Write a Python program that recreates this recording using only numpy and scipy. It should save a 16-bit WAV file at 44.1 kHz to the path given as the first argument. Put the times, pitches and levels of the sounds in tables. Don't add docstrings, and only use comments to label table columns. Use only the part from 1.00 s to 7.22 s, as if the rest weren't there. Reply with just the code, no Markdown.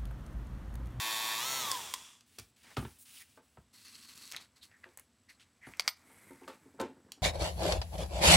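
import sys
import numpy as np
from scipy import signal
from scipy.fft import rfft, irfft
from scipy.io import wavfile

SR = 44100
rng = np.random.default_rng(int(sys.argv[2]) if len(sys.argv) > 2 else 0)


def wrap_up_sound(samples):
    columns = np.atleast_2d(samples).T
    tamed = np.clip(columns, -1, 1)
    steps = np.round(tamed * 32767).astype(np.int16)
    wavfile.write(sys.argv[1], SR, steps)


N = 274302
TIME_S = np.arange(N) / SR
AFTER_S = TIME_S[:SR // 2]
BINS_HZ = np.arange(N // 2 + 1) * SR / N
CUTOFF_HZ = 15900


def from_db(db):
    return 10 ** (np.asarray(db) / 20)


def unit_rms(x):
    return x / np.sqrt(np.mean(x ** 2) + 1e-20)


def spectrum_db(points, hz):
    points_hz, db = np.transpose(points)
    return np.interp(np.log(np.maximum(hz, 1)), np.log(points_hz), db)


def swell_db(resonances, hz):
    return sum(db / (1 + (2 * (hz - centre_hz) / width_hz) ** 2)
               for centre_hz, width_hz, db in resonances)


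def colour(x, spectrum, resonances=()):
    gain = from_db(spectrum_db(spectrum, BINS_HZ) + swell_db(resonances, BINS_HZ))
    return unit_rms(irfft(rfft(x) * gain, N))


def butter(x, hz, kind, order=2):
    sections = signal.butter(order, np.clip(hz, 10, .45 * SR), kind, fs=SR, output="sos")
    return signal.sosfilt(sections, x)


def drift(hz):
    return unit_rms(butter(rng.standard_normal(N + SR), hz, "low")[SR:])


def resonate(x, hz, width_hz):
    r = np.exp(-np.pi * width_hz / SR)
    return signal.lfilter([1, 0, -1], [1, -(1 + r * r) * np.cos(2 * np.pi * hz / SR), r * r], x)


def narrow_band(x, hz, width_hz):
    return unit_rms(resonate(resonate(x, hz, width_hz), hz, width_hz))


def dying_noise(t60_s):
    x = rng.standard_normal(len(AFTER_S)) * from_db(-60 * AFTER_S / t60_s)
    return x / np.sqrt(np.sum(x ** 2))


def contact(chatter_db, t60_s):
    return (AFTER_S == 0) + from_db(chatter_db) * dying_noise(t60_s)


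def struck(modes, push, vary_db=1.0):
    ring = np.zeros(len(AFTER_S))
    for k, (hz, db, t60_s) in enumerate(modes):
        envelope = from_db(db + vary_db * rng.standard_normal() - 60 * AFTER_S / t60_s)
        ring += (-1) ** k * envelope * np.sin(2 * np.pi * hz * AFTER_S)
    return signal.fftconvolve(push, ring)[:len(AFTER_S)]


def place(out, start_s, peak_db, sound):
    start = int(start_s * SR)
    out[start:start + len(sound)] += (from_db(peak_db) * sound / np.abs(sound).max())[:N - start]


def in_room(x, wet_db, wall_hz, t60_s=.21):
    tail = butter(dying_noise(t60_s) * (AFTER_S > .003), wall_hz, "low", order=1)
    return x + from_db(wet_db) * signal.fftconvolve(x, tail)[:N]


def thuds(blows, clusters, chatter_db=3.0):
    out = np.zeros(N)
    for start_s, peak_db, lowpass_hz, highpass_hz in blows:
        ring = np.zeros(len(AFTER_S))
        for hz, width_hz, share_db, t60_s in clusters:
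            cluster = resonate(contact(chatter_db, t60_s), hz, width_hz)
            ring += from_db(share_db) * unit_rms(resonate(cluster, hz, width_hz=hz))
        softened = butter(butter(ring, lowpass_hz, "low", order=1), 3 * lowpass_hz, "low")
        place(out, start_s, peak_db, butter(softened, highpass_hz, "high"))
    return out


def friction(strokes, spectrum, attack_s, release_s, grain_db, grain_hz, resonances=(), treble_hz=7000):
    slips = colour(rng.standard_normal(N) * from_db(grain_db * drift(grain_hz) + drift(21)), spectrum)
    ringing = np.zeros(N)
    for peak in resonances:
        excess = from_db(swell_db([peak], BINS_HZ)) - 1
        ringing += irfft(rfft(slips) * excess, N) * from_db(3 * drift(9))
    rub = unit_rms(slips + ringing)
    body = irfft(rfft(rub) / (1 + (BINS_HZ / treble_hz) ** 4), N)
    out = np.zeros(N)
    for start_s, length_s, db, growth_db, treble_db in strokes:
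        age_s = TIME_S - start_s
        pressure = from_db(db + growth_db * (np.clip(age_s / length_s, 0, 1) - .5))
        envelope = np.clip(age_s / attack_s, 0, 1) * np.exp(-np.maximum(age_s - length_s, 0) / release_s)
        texture = body + from_db(treble_db) * (rub - body)
        out += pressure * envelope * np.roll(texture, rng.integers(N))
    return out


# f/Hz, density/dB
AIR_SPECTRUM = [(15, -62.5), (25, -37), (82, -3.5), (166, -16), (236, -6.5), (285, -12.5), (317, -18),
                (624, -23), (677, -21), (863, -25), (988, -23), (5730, -28), (7710, -33.5), (9070, -31.5),
                (16000, -45)]


def background(air_db=-72, whistle_db=-81, throb_hz=60):
    throb = (1 + np.cos(2 * np.pi * throb_hz * TIME_S)) ** 2 + .4
    whistle = narrow_band(throb * rng.standard_normal(N), hz=7830, width_hz=400)
    air = colour(rng.standard_normal(N), AIR_SPECTRUM)
    return from_db(air_db) * air + from_db(whistle_db) * whistle


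# t/s, length/s, level/dB, growth/dB, treble/dB
RUMBLE_STROKES = [(5.0, 1.5, -68, -3.5, -4)]
# f/Hz, density/dB
RUMBLE_SPECTRUM = [(50, -20), (100, -3.5), (250, 4.5), (500, -10), (900, -10), (1800, -11), (5000, -72)]


def rumble():
    return friction(RUMBLE_STROKES, RUMBLE_SPECTRUM, attack_s=.024, release_s=.1, grain_db=4, grain_hz=60)


# t/s, peak/dB, low-pass/Hz, high-pass/Hz
KNOCKS = [(2.374, -47, 700, 850), (3.859, -51, 1520, 328), (5.099, -54.5, 1500, 700),
          (5.306, -44.5, 710, 200), (5.416, -46, 695, 397), (5.478, -36.5, 2520, 604),
          (5.493, -41.5, 2485, 690), (5.654, -49.5, 350, 120), (5.744, -53.5, 409, 150),
          (5.791, -38, 700, 500), (5.8, -26, 2000, 350), (5.805, -28, 500, 150), (5.822, -34, 1620, 150),
          (5.868, -47.5, 500, 298), (5.895, -47.5, 406, 150), (5.965, -53, 593, 150),
          (6.063, -53.5, 500, 150), (6.175, -56.5, 903, 150)]
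# f/Hz, width/Hz, level/dB, t60/s
WOOD_CLUSTERS = [(84, 72, -5.5, 0.1), (265, 32, 4.5, 0.046), (364, 48, -1.5, 0.048), (469, 68, 0.5, 0.033),
                 (690, 120, -8.5, 0.055), (880, 59, -2.5, 0.054), (1244, 510, -2.5, 0.063),
                 (2000, 2500, -11, 0.23), (3320, 12000, -3, 0.19)]


def wood_knocks():
    return in_room(thuds(KNOCKS, WOOD_CLUSTERS), wet_db=-1.5, wall_hz=4000)


# t/s, peak/dB, low-pass/Hz, high-pass/Hz
BUMPS = [(1.384, -43.5, 3030, 203), (1.392, -50, 198, 40), (1.7685, -25, 3500, 256),
         (1.777, -27.5, 300, 40), (1.792, -38, 2000, 100), (1.826, -35.5, 690, 90), (1.85, -34.5, 2000, 70),
         (2.572, -47, 1210, 433), (2.579, -49, 200, 60), (4.67, -41.5, 1000, 89), (4.689, -48, 700, 100)]
# f/Hz, width/Hz, level/dB, t60/s
BENCH_CLUSTERS = [(72.4, 44, 0, 0.24), (117, 41, 3.5, 0.069), (193, 42, -1.5, 0.093),
                  (244, 26, -2.5, 0.067), (350, 126, -1, 0.02), (855, 190, -1, 0.015),
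                  (1210, 210, 0, 0.0383), (1900, 2200, 0, 0.076), (3500, 2600, -5.5, 0.095)]


def bench_bumps():
    return in_room(thuds(BUMPS, BENCH_CLUSTERS), wet_db=-5.5, wall_hz=5000)


# t/s, length/s, level/dB, growth/dB, treble/dB
DRAGS = [(1.26, 0.12, -67.5, 7, -1.5), (1.385, 0.12, -69.5, -13, 2), (1.56, 0.068, -65.5, -1, -5),
         (1.63, 0.12, -59, -0.5, -6.5), (1.765, 0.22, -61, -14, 1.5), (1.985, 0.043, -69, 10.5, 17),
         (2.05, 0.17, -56, 9, 0.5), (2.24, 0.14, -66.5, -0.5, -2.5), (2.42, 0.21, -78, -5, 0.5),
         (4.395, 0.032, -56.5, -1, -24)]
# f/Hz, density/dB
PLASTIC_SPECTRUM = [(500, -18), (1500, -4), (2800, 3.5), (5000, 0), (7500, -1), (9800, 3), (12000, -5),
                    (15500, -1.5)]


def tool_drag():
    return friction(DRAGS, PLASTIC_SPECTRUM, attack_s=.0032, release_s=.014, grain_db=1.5, grain_hz=500)


# t/s, length/s, level/dB, growth/dB, treble/dB
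RUBS = [(1.63, 0.096, -61, 0, -21), (3.32, 0.12, -59, -12, -12), (3.42, 0.52, -77.5, 12.5, 1),
        (3.97, 0.01, -58.5, 3, -10), (4.28, 0.98, -83, -13, -3.5), (4.61, 0.11, -65.5, 13.5, 2),
        (4.73, 0.15, -59.5, 10, -3), (4.95, 0.6, -67.5, 3, 1), (5.48, 0.6, -77.5, -15.5, 5)]
# f/Hz, density/dB
FINGER_SPECTRUM = [(150, -5.5), (500, -7), (1000, -2), (1500, -3), (1950, -2), (2300, -0.5), (2800, -15),
                   (4500, -12.5), (8000, -11), (15000, -21)]


def finger_rubs():
    return friction(RUBS, FINGER_SPECTRUM, attack_s=.019, release_s=.017, grain_db=2, grain_hz=150)


# centre t/s, level/dB, f/Hz, length/s
SQUEAKS = [(2.174, -54, 2900, 0.013), (2.22, -59, 2000, 0.033), (3.632, -56.5, 3840, 0.03),
           (3.746, -64.5, 1800, 0.066), (3.841, -51, 1900, 0.011), (3.864, -68, 1210, 0.032),
           (4.304, -57, 2000, 0.03), (4.652, -52, 2000, 0.052), (4.68, -63, 9800, 0.029),
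           (5.443, -58, 2520, 0.0088)]


def finger_squeaks():
    out = np.zeros(N)
    for centre_s, db, hz, length_s in SQUEAKS:
        slips = narrow_band(rng.standard_normal(N), hz, width_hz=.26 * hz)
        out += from_db(db) * slips * np.exp(-(2 * (TIME_S - centre_s) / length_s) ** 2)
    return out


# t/s, length/s, level/dB, growth/dB, treble/dB
SLIDES = [(2.725, 0.11, -59.5, -6.5, 0), (2.835, 0.3, -55, 0.5, -3.5), (3.14, 0.18, -54.5, 2, -0.5),
          (3.395, 0.018, -55.5, 5, -2.5), (3.553, 0.012, -62.5, 2.5, -6), (3.61, 0.026, -62.5, 14.5, 1),
          (4.286, 0.018, -53, -5, -6)]
# f/Hz, density/dB
FOAM_SPECTRUM = [(60, -23), (240, -6), (400, -17), (700, -24), (1150, -10), (1600, -12.5), (3200, -11.5),
                 (5200, -10.5), (9000, -10), (12000, -13), (16000, -20)]
# f/Hz, width/Hz, gain/dB
SLIDE_RESONANCES = [(2060, 200, 4), (2690, 200, 7), (4330, 900, 10), (5740, 250, 2), (7980, 260, 5.5),
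                    (10200, 150, 4)]


def chassis_slide():
    return friction(SLIDES, FOAM_SPECTRUM, attack_s=.018, release_s=.022, grain_db=3.2, grain_hz=800,
                    resonances=SLIDE_RESONANCES)


# t/s, length/s, level/dB, growth/dB, treble/dB
SPINS = [(5.04, 0.23, -62.5, 3.5, -1.5)]
# f/Hz, density/dB
AXLE_SPECTRUM = [(500, 0.5), (2100, -9), (3200, -8), (6000, -19), (8500, 1), (13000, -4), (16000, -22)]
# f/Hz, width/Hz, gain/dB
RIM_RESONANCES = [(2110, 380, 20)]


def flicked_wheel():
    return friction(SPINS, AXLE_SPECTRUM, attack_s=.039, release_s=.13, grain_db=-2, grain_hz=150,
                    resonances=RIM_RESONANCES)


# t/s, peak/dB, f/Hz, width/Hz, chatter t60/s
TICKS = [(.715, -22, 5200, 600, 0.0081), (.716, -16, 8250, 2600, 0.0059), (1.2085, -47, 3830, 4000, 0.017),
         (1.386, -30.5, 4000, 8900, 0.04), (1.397, -35, 4000, 9000, 0.018), (1.765, -47, 2000, 4000, .01),
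         (1.769, -32.5, 2510, 9000, 0.04), (2.954, -39, 4180, 3500, 0.0094),
         (3.177, -38, 5000, 5000, 0.013), (3.254, -41.5, 5300, 2500, .012), (3.277, -37, 5000, 7000, 0.014),
         (3.3157, -34, 4340, 8000, 0.025), (3.3222, -27, 4000, 7000, 0.013),
         (3.3345, -35.5, 2600, 3000, 0.014), (3.34, -40.5, 1900, 1400, .009),
         (3.3473, -31.5, 1820, 1480, 0.006), (3.36, -46, 3800, 3500, 0.0077),
         (3.364, -28.5, 4000, 1590, 0.015), (3.3646, -33, 9700, 4000, 0.0084),
         (3.3703, -30, 2950, 2660, 0.011), (3.715, -51, 2000, 1490, 0.021),
         (3.842, -39.5, 1900, 900, 0.0094), (3.89, -56, 3000, 4000, .008), (3.974, -34, 10600, 5500, 0.013),
         (3.9738, -46, 1900, 2500, .009), (3.988, -49, 1600, 2000, .008),
         (3.9963, -37.5, 10500, 5470, 0.011), (3.997, -47.5, 1700, 2500, .009),
         (4.669, -43, 1650, 1505, 0.011), (4.674, -46, 1900, 900, 0.0067), (4.6882, -47, 1900, 901, .009),
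         (4.737, -37, 2100, 549, 0.0065), (4.771, -45.5, 8000, 5000, .01), (5.48, -39.5, 4000, 8000, 0.082),
         (5.7982, -38, 3000, 3500, .013), (5.802, -35, 3500, 6000, .012), (5.805, -39.5, 7500, 6100, 0.026),
         (5.813, -34.5, 5970, 5860, 0.025), (6.1197, -31.5, 4430, 1800, 0.0054),
         (6.1206, -34, 9500, 5000, 0.013)]


def ticks(jolt_db=-11):
    out = np.zeros(N)
    for start_s, peak_db, hz, width_hz, t60_s in TICKS:
        push = contact(chatter_db=7, t60_s=t60_s)
        tick = butter(resonate(push, hz, width_hz), .19 * hz, "high")
        tick = butter(tick, hz + 2.2 * width_hz, "low")
        jolt = resonate(push, hz=1212, width_hz=2300)
        place(out, start_s, peak_db, unit_rms(tick) + from_db(jolt_db) * unit_rms(jolt))
    return in_room(out, wet_db=-5.5, wall_hz=7000)


# f/Hz, level/dB, t60/s
STEEL_MODES = [(2010, -10, .13), (4470, -3, 0.11), (5800, -7, .08), (8786, -14, 0.13), (9808, -14, 0.13),
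               (13900, -4.5, .1), (13930, -4, .1)]


def wheel_ping():
    out = np.zeros(N)
    place(out, start_s=4.886, peak_db=-37, sound=struck(STEEL_MODES, AFTER_S == 0))
    return out


# t/s, peak/dB, high-pass/Hz
SNAPS = [(4.796, -13.5, 260), (4.8062, -25, 1820), (4.821, -36.5, 800), (4.8777, -9, 1140),
         (4.8826, -19.5, 2200), (4.889, -22, 1710)]
# f/Hz, level/dB, t60/s
CHASSIS_MODES = [(479, -18.5, .016), (700, -13, 0.018), (1000, -5, 0.0075), (1296, -2.5, 0.008),
                 (2175, 1.5, 0.011), (2424, 1, 0.005), (3260, -5.5, .008), (4585, 1.5, 0.01),
                 (4940, -0.5, 0.011), (5500, -3.5, .007), (6080, -7.5, .008), (7510, -16.5, .012),
                 (9920, -21, .015), (10520, -21.5, .017)]


def chassis_snaps(crack_db=-6.5):
    out = np.zeros(N)
    for start_s, peak_db, highpass_hz in SNAPS:
        ring = struck(CHASSIS_MODES, contact(chatter_db=-38, t60_s=.031))
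        crack = resonate(dying_noise(t60_s=.035), hz=2500, width_hz=4970)
        snap = unit_rms(ring) + from_db(crack_db) * unit_rms(crack)
        place(out, start_s, peak_db, butter(snap, highpass_hz, "high", order=1))
    return in_room(out, wet_db=-15.5, wall_hz=7000)


# f/Hz, level/dB, t60/s
SHELL_MODES = [(1038, -7, 0.034), (2250, -9, 0.0043), (3270, 0, 0.009), (3950, -1, 0.005), (4600, 1, 0.005),
               (5300, -3, 0.005), (6500, -9, 0.0054), (7500, -3, .007), (8500, 2, 0.0035),
               (11000, -11, .003)]


def shell_clack(crack_db=-1):
    out = np.zeros(N)
    ring = struck(SHELL_MODES, contact(chatter_db=-2, t60_s=.0051))
    crack = resonate(dying_noise(t60_s=.031), hz=4300, width_hz=7000)
    place(out, start_s=.9385, peak_db=-17.5, sound=unit_rms(ring) + from_db(crack_db) * unit_rms(crack))
    return in_room(out, wet_db=-14, wall_hz=5000)


LOADED_HZ, FREE_HZ = 111.07, 133.7
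LIFT_S, OFF_S = .424, .581
FAN_BLADES, ARMATURE_ORDER = 10, 32


def spindle(lift_ease_s=.0225, off_ease_s=.012, brake_hz_per_s=191):
    free = .5 + .5 * np.tanh((TIME_S - LIFT_S) / (2 * lift_ease_s))
    coasting_s = off_ease_s * np.logaddexp(0, (TIME_S - OFF_S) / off_ease_s)
    speed_hz = np.maximum(LOADED_HZ + (FREE_HZ - LOADED_HZ) * free - brake_hz_per_s * coasting_s, 0)
    bearing_play = .0011 * (1 - .5 * free) * drift(120)
    wobble = (.0016 * (1 - free) + .0006 * free) * drift(23.3)
    turns = np.cumsum(speed_hz * (1 + wobble)) / SR + bearing_play
    return free, speed_hz, turns


def effort(free, speed_hz, loaded_db, free_db, db_per_octave, full_hz=FREE_HZ):
    power = (1 - free) * from_db(loaded_db) ** 2 + free * from_db(free_db) ** 2
    octaves = np.log2(np.clip(speed_hz / full_hz, 1e-6, 1))
    return np.sqrt(power) * from_db(db_per_octave * octaves)


# f/Hz, width/Hz, gain/dB
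HOUSING = [(1040, 210, 1.5), (3400, 440, 10), (5700, 200, 7), (6400, 220, 7), (7200, 260, 9),
           (8200, 300, 3)]


def harmonics(strong, weak, turns, speed_hz, usual_hz, flutter_db, smear_rad_per_khz, ring_turns=.55):
    running = np.count_nonzero(speed_hz)
    samples = np.arange(running)
    knots = np.linspace(0, running - 1, 80).astype(int)
    knot_hz = speed_hz[knots]
    slowing = np.maximum(1 - knot_hz / usual_hz, 0)
    shock = rng.standard_normal(512) * np.exp(-np.linspace(0, 1, 512) / ring_turns)
    phases = np.angle(rfft(shock))
    strong_db = {round(k): db for k, db in strong}
    out = np.zeros(N)
    for k in range(1, int(CUTOFF_HZ / usual_hz)):
        if k in (FAN_BLADES, ARMATURE_ORDER):
            continue
        db = strong_db.get(k, spectrum_db(weak, k * usual_hz) + 2.2 * rng.standard_normal())
        db = db + swell_db(HOUSING, k * knot_hz) - swell_db(HOUSING, k * usual_hz)
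        db += flutter_db * rng.standard_normal(len(knots))
        db -= .7 * k * slowing
        smear = smear_rad_per_khz * k * knot_hz / 1000 * rng.standard_normal(len(knots))
        phase = phases[k] + np.interp(samples, knots, smear)
        amplitude = np.interp(samples, knots, from_db(db))
        out[:running] += amplitude * np.cos(2 * np.pi * k * turns[:running] + phase)
    return np.sqrt(2) * out


# f/Hz, width/Hz, gain/dB
VENTS = [(1024, 350, 22)]


def motor_tones(free, speed_hz, turns):
    def tone(order, resonances):
        swell = from_db(swell_db(resonances, order * speed_hz))
        return swell * np.sqrt(2) * np.sin(2 * np.pi * order * turns)

    fan_gain = effort(free, speed_hz, loaded_db=-57.5, free_db=-52.5, db_per_octave=25.4)
    whine_gain = effort(free, speed_hz, loaded_db=-49, free_db=-51, db_per_octave=17)
    return fan_gain * tone(FAN_BLADES, VENTS) + whine_gain * tone(ARMATURE_ORDER, HOUSING)


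# f/Hz, density/dB
BRUSH_SPECTRUM = [(300, -15), (550, -36), (1000, 8), (1500, 0), (2200, 3), (2700, 6), (4300, -0.5),
                  (4900, 4.5), (6500, 1), (8500, 2.5), (10000, 0), (12500, -10), (14500, -8), (16000, -22)]
# f/Hz, density/dB
BUFFING_SPECTRUM = [(45, -41), (90, -7.5), (300, -6.5), (700, -4), (950, 6.5), (1400, -8), (2000, -1.5),
                    (2900, -17.5), (3800, -0.5), (5000, -10.5), (12000, -8)]


def tool_hiss(free, speed_hz, turns, segments=5, spark_db=2.5, smooth_db=-4.5, smooth_s=.05):
    shaking = np.clip(speed_hz / LOADED_HZ, 0, 1) ** 4
    bite = from_db(2.5 * drift(60)) * np.exp(-(turns % 1) / .35)
    commutator = .25 * np.cos(2 * np.pi * segments * turns)
    pressure = 1 + shaking * ((1 - .6 * free) * (1.4 * bite - .5) + commutator)
    sparking = rng.standard_normal(N) * pressure * from_db(spark_db * drift(1700))
    brushes = colour(sparking, BRUSH_SPECTRUM, HOUSING)
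    brushes *= effort(free, speed_hz, loaded_db=-50.5, free_db=-44, db_per_octave=9, full_hz=100)
    wheel = colour(rng.standard_normal(N) * pressure, BUFFING_SPECTRUM, HOUSING)
    wheel *= effort(free, speed_hz, loaded_db=-39, free_db=-36, db_per_octave=18.8)
    powered = .5 - .5 * np.tanh((TIME_S - OFF_S) / smooth_s - 1)
    return from_db(smooth_db * free * powered) * (brushes + wheel)


# order, level/dB
LOADED_STRONG = [(6, -59), (8, -53), (9, -53), (13, -63), (14, -59), (15, -56), (16, -49), (17, -53),
                 (18, -56), (19, -56), (20, -56), (21, -54), (22, -51.5), (23, -52), (24, -50.5), (28, -53),
                 (29, -56), (30, -55), (31, -54), (33, -49), (34, -54), (35, -54), (36, -54), (37, -57),
                 (39, -55), (40, -55), (41, -55), (42, -54), (47, -58), (48, -58), (49, -59), (50, -57),
                 (51, -58), (52, -57)]
# f/Hz, level/dB
LOADED_WEAK = [(110, -78), (600, -63), (1400, -65.5), (2200, -58), (3000, -68), (4200, -59.5), (5000, -63),
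               (6700, -61), (8200, -63), (8900, -69), (9900, -63), (12500, -64), (14500, -67), (16000, -70)]
# order, level/dB
FREE_STRONG = [(1, -61), (15, -54), (16, -50), (17, -54), (19, -56), (20, -54), (22, -57), (23, -53),
               (24, -56), (25, -52), (28, -52), (30, -56), (33, -50), (34, -57), (35, -56), (41, -54),
               (42, -46.5), (45, -53), (46, -53), (48, -52.5), (50, -50.5), (52, -48.5), (53, -54),
               (54, -55), (57, -57), (64, -57), (68, -55), (73, -56), (84, -60), (91, -60)]
# f/Hz, level/dB
FREE_WEAK = [(130, -65), (270, -70), (500, -65), (700, -56), (1100, -62), (1500, -66), (2200, -56),
             (4500, -63), (5000, -65), (6000, -68), (7000, -65), (7800, -62), (10000, -64), (12500, -67),
             (14300, -58), (16000, -71)]


def rotary_tool():
    free, speed_hz, turns = spindle()
    rattle = harmonics(LOADED_STRONG, LOADED_WEAK, turns, speed_hz, LOADED_HZ,
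                       flutter_db=2.8, smear_rad_per_khz=.08)
    rattle *= effort(free, speed_hz, loaded_db=-.3, free_db=-15, db_per_octave=16, full_hz=LOADED_HZ)
    buzz = harmonics(FREE_STRONG, FREE_WEAK, turns, speed_hz, FREE_HZ,
                     flutter_db=1.8, smear_rad_per_khz=.02)
    buzz *= effort(free, speed_hz, loaded_db=-17, free_db=-1, db_per_octave=14)
    return rattle + buzz + motor_tones(free, speed_hz, turns) + tool_hiss(free, speed_hz, turns)


def scene():
    thumps = bench_bumps() + wood_knocks()
    handling = tool_drag() + chassis_slide() + finger_rubs() + finger_squeaks() + flicked_wheel()
    mono = thumps + handling + rumble() + rotary_tool()
    mono += ticks() + shell_clack() + chassis_snaps() + wheel_ping() + background()
    return np.array([mono, mono])


def record(dry):
    top = signal.ellip(10, .2, 70, CUTOFF_HZ, fs=SR, output="sos")
    return signal.sosfilt(top, butter(dry, 44, "high", order=4))


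dry = scene()
out = record(dry)
wrap_up_sound(out)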